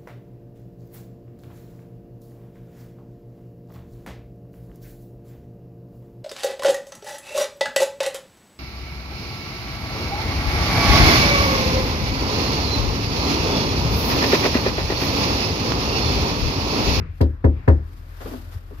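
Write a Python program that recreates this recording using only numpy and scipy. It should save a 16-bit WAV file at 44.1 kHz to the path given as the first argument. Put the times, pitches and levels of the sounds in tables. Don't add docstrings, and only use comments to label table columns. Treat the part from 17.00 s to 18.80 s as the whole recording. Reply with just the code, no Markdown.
import sys
import numpy as np
from scipy import signal
from scipy.fft import rfft, irfft
from scipy.io import wavfile
from scipy.ndimage import map_coordinates

SR = 44100
rng = np.random.default_rng(int(sys.argv[2]) if len(sys.argv) > 2 else 0)


def master_out(mix):
    frames = np.transpose(np.atleast_2d(mix))
    ceiling = np.clip(frames, -1, 1)
    pcm = np.round(ceiling * 32767).astype(np.int16)
    wavfile.write(sys.argv[1], SR, pcm)


N = 79380
T = np.arange(N) / SR
BANDS_HZ = 25 * 2 ** np.arange(0, 9.6, .5)
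BIN_HZ = np.maximum(np.arange(N // 2 + 1) * SR / N, 1)

# frequency in Hz, level in dB per half octave.
AIR_SPECTRUM = [(25, -83), (36, -63.5), (50, -54.5), (85, -46), (130, -50), (200, -60), (300, -58.5),
                (500, -64), (1000, -61.5), (1900, -58.5), (2600, -70.5), (4500, -78), (7500, -94.5),
                (14000, -102)]
# time in seconds, low-mid change in dB, upper-mid change in dB.
AIR_LEVEL = [(0, 16.5, 9), (0.151, -7, -3), (0.401, -3.5, -6), (.58, -1, 7), (0.852, -2.5, -4),
             (1.1, -8, -0.5), (1.5, 0.5, -3.5), (1.65, -3.5, -3), (1.8, -5, 1)]
AIR_LOW_HZ, AIR_UPPER_HZ = 232, 1800
# frequency in Hz, level in dB.
DRONE_TONES = [(40.8, -37), (83, -38.5)]
AIR_PAN_DB, AIR_SWELL_DB, DRONE_WAVER_DB = 2.5, 3, 0.5
DRONE_DRIFT = .015

# start in seconds, level in dB.
BUMPS = [(0.0, -20), (0.086, -25.5), (1.234, -27), (1.548, -21.5)]
BUMP_HZ, BUMP_S = 85.2, 0.038

# time in seconds, level in dB.
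SLEEVE_MOVE = [(0, -44.5), (.18, -19.5), (.4, -32), (.56, -27.5), (.81, -27.5), (.89, -16), (1.06, -17.5),
               (1.19, -11), (1.23, -4), (1.34, -5.5), (1.39, -9), (1.48, -14), (1.53, -6.5), (1.62, -21),
               (1.8, -14.5)]
# frequency in Hz, level in dB per half octave.
CLOTH_SPECTRUM = [(400, -71.5), (1000, -46), (2000, -53), (3800, -52), (5500, -54), (8000, -59.5),
                  (11000, -53), (14000, -51)]
CLOTH_GRAIN_DB, CLOTH_GRAIN_HZ = 1.5, 93

# start in seconds, level in dB, hardness in dB at 1.5 kHz, boom level in dB.
KNOCKS = [(0.2059, -3.5, -3, -3.5), (0.4413, -1.5, -2, -2), (0.6769, -1, 5, 0.5)]
# frequency in Hz, level in dB, t60 in seconds.
DOOR_MODES = [(51.3, -15.5, 0.46), (112.1, -20, 0.56), (144, -23.5, 0.43), (187.1, -20, 0.29),
              (257.3, -13.5, .22), (276, -14, .2), (308.6, -19, 0.25), (334.4, -15.5, 0.23),
              (359, -18.5, 0.11), (396.7, -29, 0.27), (432, -20, .18), (516.8, -22.5, 0.22),
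              (547, -14.5, 0.15), (602, -26, 0.17), (639.4, -23, 0.13), (768, -22, 0.1), (945, -28, 0.14),
              (1023.6, -28.5, 0.12), (1080, -30, 0.067), (1347, -39, 0.085), (1622, -44.5, .12),
              (1830, -34.5, 0.22), (2035, -27.5, 0.075), (2278, -39, 0.037)]
# frequency in Hz, level in dB, t60 in seconds.
PANEL_RING = [(117, -19, 0.061), (346, -14, 0.18), (620, -18.5, 0.045), (1000, -24, 0.088),
              (1400, -27.5, 0.095), (1760, -29.5, 0.1), (2760, -51.5, 0.045), (5000, -63.5, 0.074)]
# frequency in Hz, level in dB, t60 in seconds.
PORCH_ECHO = [(150, -28.5, 0.14), (342, -32, 0.39), (600, -32.5, 0.27), (1010, -32, .19),
              (1860, -39.5, 0.12), (2800, -54, 0.14), (5000, -67.5, 0.45)]
BEND_LAG_S = 0.00573
RISE_CYCLES = .8
MODE_SCATTER_DB = 1
PANEL_RISE_S, PORCH_RISE_S = 0.004, 0.021
DOOR_PAN_DB, PANEL_PAN_DB = 2.5, 3.5
WOOD_LAG_S = .0003
BOOM_HZ, BOOM_START_HZ, BOOM_SETTLE_S = 75.7, 157, 0.0083
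BOOM_DB, BOOM_LAG_S, BOOM_RISE_S, BOOM_HOLD_S, BOOM_T60_S = -6, 0.0029, 0.0035, 0.035, 0.3

# start in seconds, level in dB.
CLICKS = [(0.2111, -4), (0.2133, 0), (0.2168, -14), (0.223, -8.5), (0.4448, -16), (0.449, -12.5),
          (0.6793, -13), (0.685, -5)]
# frequency in Hz, level in dB, t60 in seconds.
CLICK_TICK = [(1500, -32, 0.0083), (2800, -33.5, 0.015), (4400, -34, 0.029), (7030, -46, 0.012),
              (12040, -39.5, 0.01), (15200, -50.5, .014)]
# frequency in Hz, level in dB, t60 in seconds.
CLICK_ECHO = [(2000, -56, 0.11), (3200, -50, 0.14), (4600, -42.5, 0.086), (7500, -64.5, .09),
              (12000, -51, .08)]
CLICK_RISE_S, CLICK_ECHO_LAG_S, CLICK_PAN_DB = 0.001, .002, -2
SNAP_DB, SNAP_HZ, SNAP_T60_S = -24.5, 11400, 0.00081

# start in seconds, level in dB, brightness in dB at 1.5 kHz, rise in seconds, floor ring in dB.
STEPS = [(1.2, -5.5, 17, 0.025, -7), (1.258, 2, -1, 0.0008, -8), (1.313, -2.5, -2.5, 0.0036, 3.5),
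         (1.333, -3, 3, 0.0024, -2), (1.7079, -6.5, -14, 0.0011, -11)]
# frequency in Hz, level in dB, t60 in seconds.
FLOOR_MODES = [(250.6, -29, .25), (332.4, -35.5, 0.345), (371, -32, 0.13), (548, -71, .13), (649, -44, .2),
               (740, -67, 0.14)]
# frequency in Hz, level in dB, t60 in seconds.
SOLE_SCUFF = [(101, -68, .15), (202, -49, 0.6), (360, -30.5, 0.1), (750, -47, 0.31), (1260, -46, .14),
              (2480, -55, 0.09), (5000, -63, 0.14)]

# frequency in Hz, side level relative to mid in dB.
WIDTH = [(40, -24), (150, -9), (400, -6), (1000, 2.5), (5000, -1.5), (9000, 3.5), (14000, -18)]
# frequency in Hz, left over right in dB.
MIC_BALANCE = [(2000, 0.5), (3200, 3.5), (5000, 10), (7000, 3.5), (9000, -0.5)]
LOW_CUT_HZ, TOP_HZ = 24.3, 14500


def amp(db):
    return 10 ** (np.asarray(db) / 20)


def at(table, hz, col=1):
    rows = np.array(table, float)
    return np.interp(np.log(hz), np.log(rows[:, 0]), rows[:, col])


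def pan(db):
    return amp(np.array([[db], [-db]]) / 2)


def walk(hz):
    return map_coordinates(rng.standard_normal(1000), [T * hz], order=3, mode="mirror")


def delay(x, s):
    samples = max(int(s * SR), 0)
    return np.pad(x, ((0, 0), (samples, 0)))[:, :N]


def fade(t60, t=T):
    return np.exp(-np.log(1000) * t / t60)


def bands(table):
    mid, side = rfft(rng.standard_normal((2, N)))
    width = amp(at(WIDTH, BIN_HZ))
    both = mid + width * side * np.array([[1], [-1]])
    lowest, highest = table[0][0] / np.sqrt(2), table[-1][0] * np.sqrt(2)
    for hz in BANDS_HZ:
        if lowest < hz < highest:
            offset = np.clip(2 * np.log2(BIN_HZ / hz), -1, 1)
            noise = irfft(both * np.cos(np.pi / 2 * offset) ** 2, N)
            yield hz, noise / noise.std()


def air_db(hz):
    s, low_db, upper_db = np.array(AIR_LEVEL).T
    octaves = np.log2(hz / np.array([AIR_LOW_HZ, AIR_UPPER_HZ]))
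    low, upper = np.exp(-.5 * octaves ** 2)
    return at(AIR_SPECTRUM, hz) + np.interp(T, s, low * low_db + upper * upper_db)


def outdoors():
    out = 0
    for hz, noise in bands(AIR_SPECTRUM):
        out = out + noise * amp(air_db(hz) + AIR_SWELL_DB * walk(6))
    for hz, db in DRONE_TONES:
        level = amp(db + DRONE_WAVER_DB * walk(3.6))
        cycles = np.cumsum(hz * (1 + DRONE_DRIFT * walk(5.1))) / SR
        out = out + level * np.sin(2 * np.pi * cycles)
    return out * pan(AIR_PAN_DB)


def bumps():
    shape = np.sin(np.pi * np.minimum(T / BUMP_S, 1)) ** 2
    bump = shape * np.sin(2 * np.pi * BUMP_HZ * T) * pan(AIR_PAN_DB)
    return sum(amp(db) * delay(bump, s) for s, db in BUMPS)


def sleeve():
    s, db = np.array(SLEEVE_MOVE).T
    move = amp(np.interp(T, s, db) + CLOTH_GRAIN_DB * walk(CLOTH_GRAIN_HZ))
    return move * sum(noise * amp(at(CLOTH_SPECTRUM, hz)) for hz, noise in bands(CLOTH_SPECTRUM))


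def treble(hz, db):
    return amp(db * np.clip(np.log(hz / 300) / np.log(5), 0, 1))


def burst(table, noises, rise_s, hard_db):
    out = 0
    for hz, noise in noises:
        level = amp(at(table, hz)) * treble(hz, hard_db)
        out = out + noise * level * fade(at(table, hz, 2))
    return np.minimum(T / rise_s, 1) * out


def to_microphones(x):
    right = np.interp(T - WOOD_LAG_S, T, x)
    return np.array([x, right]) * pan(DOOR_PAN_DB)


def ring(modes, hard_db):
    out = 0
    for hz, db, t60 in modes:
        t = np.maximum(T - BEND_LAG_S * np.sqrt(100 / hz), 0)
        cycles = t * hz * (1 + 0.0039 * rng.standard_normal())
        level = amp(db + MODE_SCATTER_DB * rng.standard_normal()) * treble(hz, hard_db)
        shape = (1 - np.exp(-cycles / RISE_CYCLES)) * fade(t60, t)
        out = out - level * shape * np.cos(2 * np.pi * cycles)
    return to_microphones(out)


def boom():
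    hz = BOOM_HZ + (BOOM_START_HZ - BOOM_HZ) * np.exp(-T / BOOM_SETTLE_S)
    rise = 1 - np.exp(-T / BOOM_RISE_S)
    shape = rise * fade(BOOM_T60_S, np.maximum(T - BOOM_HOLD_S, 0))
    tone = -amp(BOOM_DB) * shape * np.sin(2 * np.pi * np.cumsum(hz) / SR)
    return delay(to_microphones(tone), BOOM_LAG_S)


def knocks():
    panel_noises, porch_noises = list(bands(PANEL_RING)), list(bands(PORCH_ECHO))
    out = 0
    for s, db, hard_db, boom_db in KNOCKS:
        panels = burst(PANEL_RING, panel_noises, PANEL_RISE_S, hard_db) * pan(PANEL_PAN_DB)
        porch = burst(PORCH_ECHO, porch_noises, PORCH_RISE_S, hard_db)
        wood = ring(DOOR_MODES, hard_db) + panels
        out = out + delay(amp(db) * (wood + porch) + amp(boom_db) * boom(), s)
    return out


def clicks():
    snap = amp(SNAP_DB) * fade(SNAP_T60_S) * np.sin(2 * np.pi * SNAP_HZ * T)
    echo = delay(burst(CLICK_ECHO, bands(CLICK_ECHO), PORCH_RISE_S, 0), CLICK_ECHO_LAG_S)
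    tick = burst(CLICK_TICK, bands(CLICK_TICK), CLICK_RISE_S, 0) * pan(CLICK_PAN_DB)
    click = snap + tick + echo
    return sum(amp(db) * delay(click, s) for s, db in CLICKS)


def steps():
    out = 0
    for s, db, hard_db, rise_s, ring_db in STEPS:
        floor = amp(ring_db) * ring(FLOOR_MODES, hard_db)
        scuff = burst(SOLE_SCUFF, bands(SOLE_SCUFF), rise_s, hard_db)
        out = out + amp(db) * delay(floor + scuff, s)
    return out


def scene():
    return knocks() + clicks() + steps() + bumps() + sleeve() + outdoors()


def record(dry):
    balance_db = at(MIC_BALANCE, BIN_HZ)
    microphones = amp(np.array([balance_db, -balance_db]) / 2)
    low_cut = 1 / np.sqrt(1 + (LOW_CUT_HZ / BIN_HZ) ** 8)
    x = irfft(rfft(dry) * microphones * low_cut, N)
    rounded = x / (1 + x ** 8) ** (1 / 8)
    top_cut = signal.ellip(10, .2, 80, TOP_HZ, fs=SR, output="sos")
    return signal.sosfilt(top_cut, rounded)


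dry = scene()
out = record(dry)
master_out(out)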